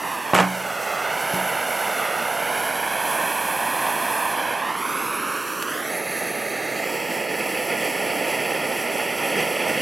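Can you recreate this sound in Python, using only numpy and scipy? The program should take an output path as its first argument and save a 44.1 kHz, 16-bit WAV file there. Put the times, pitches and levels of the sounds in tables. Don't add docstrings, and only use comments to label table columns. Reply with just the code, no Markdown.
import sys
import numpy as np
from scipy import signal
from scipy.fft import rfft, irfft, next_fast_len
from scipy.io import wavfile
from scipy.ndimage import uniform_filter1d, map_coordinates

SR = 44100
rng = np.random.default_rng(int(sys.argv[2]) if len(sys.argv) > 2 else 0)


def to_wav(s):
    ch = np.atleast_2d(s).T
    pcm = np.round(np.clip(ch, -1, 1) * 32767)
    wavfile.write(sys.argv[1], SR, pcm.astype(np.int16))


N = 432621


def undb(db):
    return 10 ** (np.asarray(db) / 20)


def curve(rows):
    times, values = np.transpose(rows)
    return np.interp(np.arange(N) / SR, times, values)


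def ramp(x, length):
    return np.clip(x / length, 0, 1)


def fade(t, t60):
    return np.exp(-np.log(1000) * t / t60)


def unit(x):
    return x / np.sqrt(np.mean(x ** 2))


def walk(rate):
    hold = max(int(SR / rate), 2)
    steps = np.repeat(rng.standard_normal(N // hold + 1), hold)
    smooth = uniform_filter1d(uniform_filter1d(steps, hold), hold)
    return unit(smooth[:N])


def colour(x, points):
    hz, db = np.transpose(points)
    size = next_fast_len(len(x))
    f = np.maximum(np.fft.rfftfreq(size, 1 / SR), 1)
    gain = undb(np.interp(np.log(f), np.log(hz), db))
    return irfft(rfft(x, size) * gain, size)[:len(x)]


def noise(points, size=N):
    return unit(colour(rng.standard_normal(size), points))


def lowpass(x, hz, order=2):
    sos = signal.butter(order, min(hz, SR / 2 - 1000), fs=SR, output="sos")
    return signal.sosfilt(sos, x)


def delay(x, ms):
    return map_coordinates(x, [np.arange(N) - ms * SR / 1000], order=3, mode="mirror")


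def shape(x, hz, gain, phase):
    size = next_fast_len(N)
    f = np.fft.rfftfreq(size, 1 / SR)
    response = np.interp(f, hz, gain) * np.exp(1j * np.interp(f, hz, phase))
    return irfft(rfft(x, size) * response, size)[:N]


def flame(roar_db, flutter_db=.5, grain_db=0.56, lick_flutter_db=2.0, lick_sway_db=0.3):
    # (frequency [Hz], relative level [dB])
    roar_spectrum = [(30, -44), (70, -28), (160, -11.5), (230, -6.5), (360, 1.5), (520, 1.5), (750, -0.5),
                     (1050, 3), (1600, -2), (2600, -6.5), (3200, -10), (3800, -17.5), (6000, -25.5),
                     (14000, -63)]
    rumble_spectrum = [(30, -36), (80, -29.5), (160, -1), (300, 6.5), (500, 11), (900, -12), (1500, 6),
                       (2200, 3.5), (3100, -0.5), (3850, -10), (4500, -5), (5400, -21.5), (7000, -23),
                       (15000, -42)]
    # (time [s], level [dB])
    lick_level = [(5.6, -60), (6.2, -44.5), (7.3, -39), (9.81, -36)]
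    roar_db = roar_db + flutter_db * walk(25) + grain_db * walk(400) - 1.54
    rumble_db = curve(lick_level) + lick_sway_db * walk(6) + lick_flutter_db * walk(70) + 5.5
    return noise(roar_spectrum) * undb(roar_db) + noise(rumble_spectrum) * undb(rumble_db)


def jet(hiss_db, whistle_db, flutter_db=0.95, sway_db=0.25):
    # (frequency [Hz], relative level [dB])
    hiss_spectrum = [(2500, -26), (4300, 3.5), (5000, 0.5), (5950, 7), (6700, 1.5), (8000, 5), (9300, 1),
                     (12300, 4.5), (13800, -0.5), (16000, -7)]
    whistle_hz, filter_width_hz = 11070, 1380
    b, a = signal.iirpeak(whistle_hz, whistle_hz / filter_width_hz, fs=SR)
    breath = signal.lfilter(b, a, rng.standard_normal(N))
    whistle = unit(signal.lfilter(b, a, breath))
    gas = noise(hiss_spectrum) * undb(hiss_db + 2.0) + whistle * undb(whistle_db - 3.5)
    return gas * undb(flutter_db * walk(30) + sway_db * walk(6.9))


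def torch(arm_ms=1.533, arm_top_hz=6000):
    # (time [s], level [dB])
    flame_level = [(0, -28), (.55, -28), (1.15, -24), (4.4, -23.5), (4.85, -26.5), (5.2, -26.5),
                   (5.55, -28), (6.1, -26.5), (7.35, -28), (8.05, -25.5), (9.81, -27)]
    # (time [s], level [dB])
    gas_level = [(0, -43.5), (1.7, -40), (4.4, -44), (4.68, -47.5), (4.95, -42), (7.6, -41), (9.81, -41.5)]
    # (time [s], level [dB])
    whistle_level = [(0, -39), (.7, -45), (.92, -53), (1.3, -33.5), (2.1, -36.5), (2.7, -33.5),
                     (4.4, -34.5), (4.68, -42), (4.85, -36), (5.2, -32), (5.4, -41), (5.75, -40),
                     (5.92, -34.5), (6.35, -35), (6.82, -48.5), (7.4, -36), (8.6, -38), (9.81, -38.5)]
    # (time [s], lag [ms])
    height = [(0.0, 1.055), (0.28, 1.151), (0.72, 1.463), (0.95, 1.507), (1.2, 1.355), (1.85, 1.375),
              (2.1, 1.474), (2.45, 1.339), (3.0, 1.228), (4.2, 1.171), (4.53, 1.254), (4.85, 0.851),
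              (5.2, 0.746), (5.65, 0.705), (5.95, 0.46), (6.72, 0.481), (6.9, 0.41), (9.81, 0.375)]
    # (start [s], end [s], aim [0-1])
    aims = [(.9, 3.4, 0.6), (2.4, 4.55, 0.99), (6.8, 10.2, 0.52)]
    # (time [s], rise [dB])
    flares = [(7.85, 2), (9.39, 2), (9.71, 2.5)]
    # (frequency [Hz], share, phase lead [radians])
    paper = [(200, .85, 0), (500, .65, .1), (780, .72, .25), (1080, .9, .15), (1400, .85, .6),
             (1700, .62, .2), (2100, .78, -.2), (2700, .62, -.3), (3300, .66, 0), (4200, .65, 0)]
    turn_in_s, turn_out_s = 0.68, 0.29
    flare_s = .06
    tremor_ms = .005
    t = np.arange(N) / SR
    lag = curve(height) + tremor_ms * walk(4)
    turns = [share * ramp(t - start, turn_in_s) * ramp(end - t, turn_out_s) for start, end, share in aims]
    aim = np.max(turns, axis=0)
    flare_db = sum(db * np.exp(-((t - s) / flare_s) ** 2) for s, db in flares)

    burn = flame(curve(flame_level)) * undb(flare_db)
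    gas = jet(curve(gas_level) + flare_db, curve(whistle_level))
    beam_noise = noise([(5000, -20), (8500, -7.0), (10000, -2.5), (12000, -3.5), (16000, -17)])
    full_beam_db = -35
    beam = beam_noise * undb(full_beam_db) * aim ** 2

    direct_ms = 4
    spreading = direct_ms / (direct_ms + lag)
    jet_share, aim_loss = .52, .8
    bounce = jet_share * (1 - aim_loss * aim)
    jet_path = .97
    flame_bounce = delay(shape(burn, *np.transpose(paper)), lag)
    table = flame_bounce + bounce * delay(gas, lag * jet_path)

    arm_reach_ms, arm_span_ms, arm_share = 0.64, 0.16, 0.35
    near_arm = ramp(arm_reach_ms - lag, arm_span_ms)
    backward = lowpass(burn + gas, arm_top_hz)[::-1]
    dull = lowpass(backward, arm_top_hz)[::-1]
    arm = arm_share * near_arm * delay(dull, arm_ms)
    return burn + gas + beam + spreading * table + arm


def chatter(count=7):
    start_s, length_s = .34, .09
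    first_db, fall_db, glass_db = -7.5, 9, -4
    first_hz, last_hz = 7000, 4000
    progress = (np.arange(count) + rng.random(count)) / count
    bright_hz = first_hz + (last_hz - first_hz) * progress
    return [(start_s + length_s * p, first_db - fall_db * p, hz, glass_db)
            for p, hz in zip(progress, bright_hz)]


def pliers(ring_db=-21, knock_db=-2, knock_top_hz=1400, knock_cycles=9, crack_db=-6, crack_t60=0.015,
           rattle_db=-11, rattle_t60=0.19, scatter_db=4.5, scatter_hz=900):
    # (time [s], level [dB], brightness [Hz], extra ring of the glass [dB])
    blows = [(0.3345, -6, 1910, 2.5), (.3448, -11, 14000, -5), (0.352, -16, 6000, -4),
             (0.382, -11, 1820, -7), (0.3873, -5, 3200, -3), (.4003, -12.5, 8000, -4),
             (0.4048, -8.5, 2200, -4), (.436, -10.5, 1310, -1.5), (1.336, -19.5, 290, 4)]
    # (frequency [Hz], relative level [dB], time to fall 60 dB [s])
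    modes = [(98, -23, 0.7), (128.5, -17.5, 1), (185, -2.5, 0.55), (289, -8, 0.46), (361.6, -2, 0.46),
             (398, -5, 0.23), (663, -24, .15), (710, -14, 0.23), (790, -25, .15), (900, -16, 0.18),
             (1081, -5, 0.19), (1088, -2.5, 0.23), (1275, 0.5, 0.28), (1327, -4, .2), (1500, -1, 0.15),
             (2770, -6, .12), (7660, 3, .1)]
    # (frequency [Hz], relative level [dB])
    clack_spectrum = [(40, -52), (80, -26), (140, -22), (400, -4), (850, 4.5), (1500, -1.5), (2800, -5),
                      (4200, -16), (8000, -12.5), (12000, -12), (16000, -26)]
    out, t = np.zeros(N), np.arange(SR) / SR
    spot_db = scatter_db * ramp(np.array(modes)[:, 0], scatter_hz)
    for s, db, bright_hz, glass_db in blows + chatter():
        spot = undb(spot_db * rng.standard_normal(len(modes)))
        ring = sum(g * undb(mode_db) * np.sin(2 * np.pi * hz * t) * fade(t, t60)
                   for g, (hz, mode_db, t60) in zip(spot, modes))
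        knock_hz = 1 / (1 / knock_top_hz + 1 / bright_hz)
        knock = undb(knock_db) * np.sin(2 * np.pi * knock_hz * t) * fade(t, knock_cycles / knock_hz)
        push = 1000 / knock_hz
        clack_fade = undb(crack_db) * fade(t, crack_t60) + undb(rattle_db) * fade(t, rattle_t60)
        clack = noise(clack_spectrum, size=SR) * clack_fade
        blow = knock + clack + push * undb(ring_db + glass_db) * ring
        i = int(s * SR)
        out[i:i + SR] += undb(db) * lowpass(blow, bright_hz)
    return signal.sosfilt(signal.butter(4, 105, "high", fs=SR, output="sos"), out)


def ticks(t60=0.018):
    # (time [s], level [dB])
    touches = [(1.344, -21), (4.539, -28), (5.493, -35), (5.6246, -18.5), (6.244, -32)]
    spectrum = [(300, -34), (900, 9), (2500, 7), (4500, -1), (9000, -4), (15000, -9)]
    out, t = np.zeros(N), np.arange(SR // 10) / SR
    for s, db in touches:
        i = int(s * SR)
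        out[i:i + len(t)] += undb(db) * fade(t, t60) * noise(spectrum, size=len(t))
    return out


def patio(x, scatter_db=-21, bass_db=6, treble_db=11, t60=0.056):
    t = np.arange(SR // 3) / SR
    tails = rng.standard_normal((2, len(t))) * fade(t, t60) * (t > .002)
    tails /= np.sqrt(np.sum(tails ** 2, axis=1, keepdims=True))
    aside = colour(x, [(200, bass_db), (600, 0), (4000, 0), (13000, treble_db)])
    scattered = np.array([signal.fftconvolve(aside, tail)[:N] for tail in tails])
    return x + undb(scatter_db) * scattered


def scene():
    # (frequency [Hz], level difference [dB])
    sides = [(60, -6), (120, 2), (200, -2), (380, -5), (700, -5), (1290, -3), (2400, -1.5), (4400, -0.5),
             (9000, -3), (14000, -1)]
    # (frequency [Hz], phase [radians])
    ports = [(100, -0.05), (260, -0.5), (780, 0.05), (6000, 0), (9200, 0.03), (13800, 0.9), (15600, .1)]
    sound = patio(torch() + pliers() + ticks())
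    size = next_fast_len(N)
    f = np.fft.rfftfreq(size, 1 / SR)
    half_gain = undb(np.interp(f, *np.transpose(sides)) / 2)
    half = half_gain * np.exp(.5j * np.interp(f, *np.transpose(ports)))
    return irfft(rfft(sound, size) * np.array([half, 1 / half]), size)[:, :N]


def record(dry):
    top_hz = 15780
    cut = signal.ellip(10, .1, 80, top_hz, fs=SR, output="sos")
    return signal.sosfilt(cut, np.tanh(dry))


dry = scene()
out = record(dry)
to_wav(out)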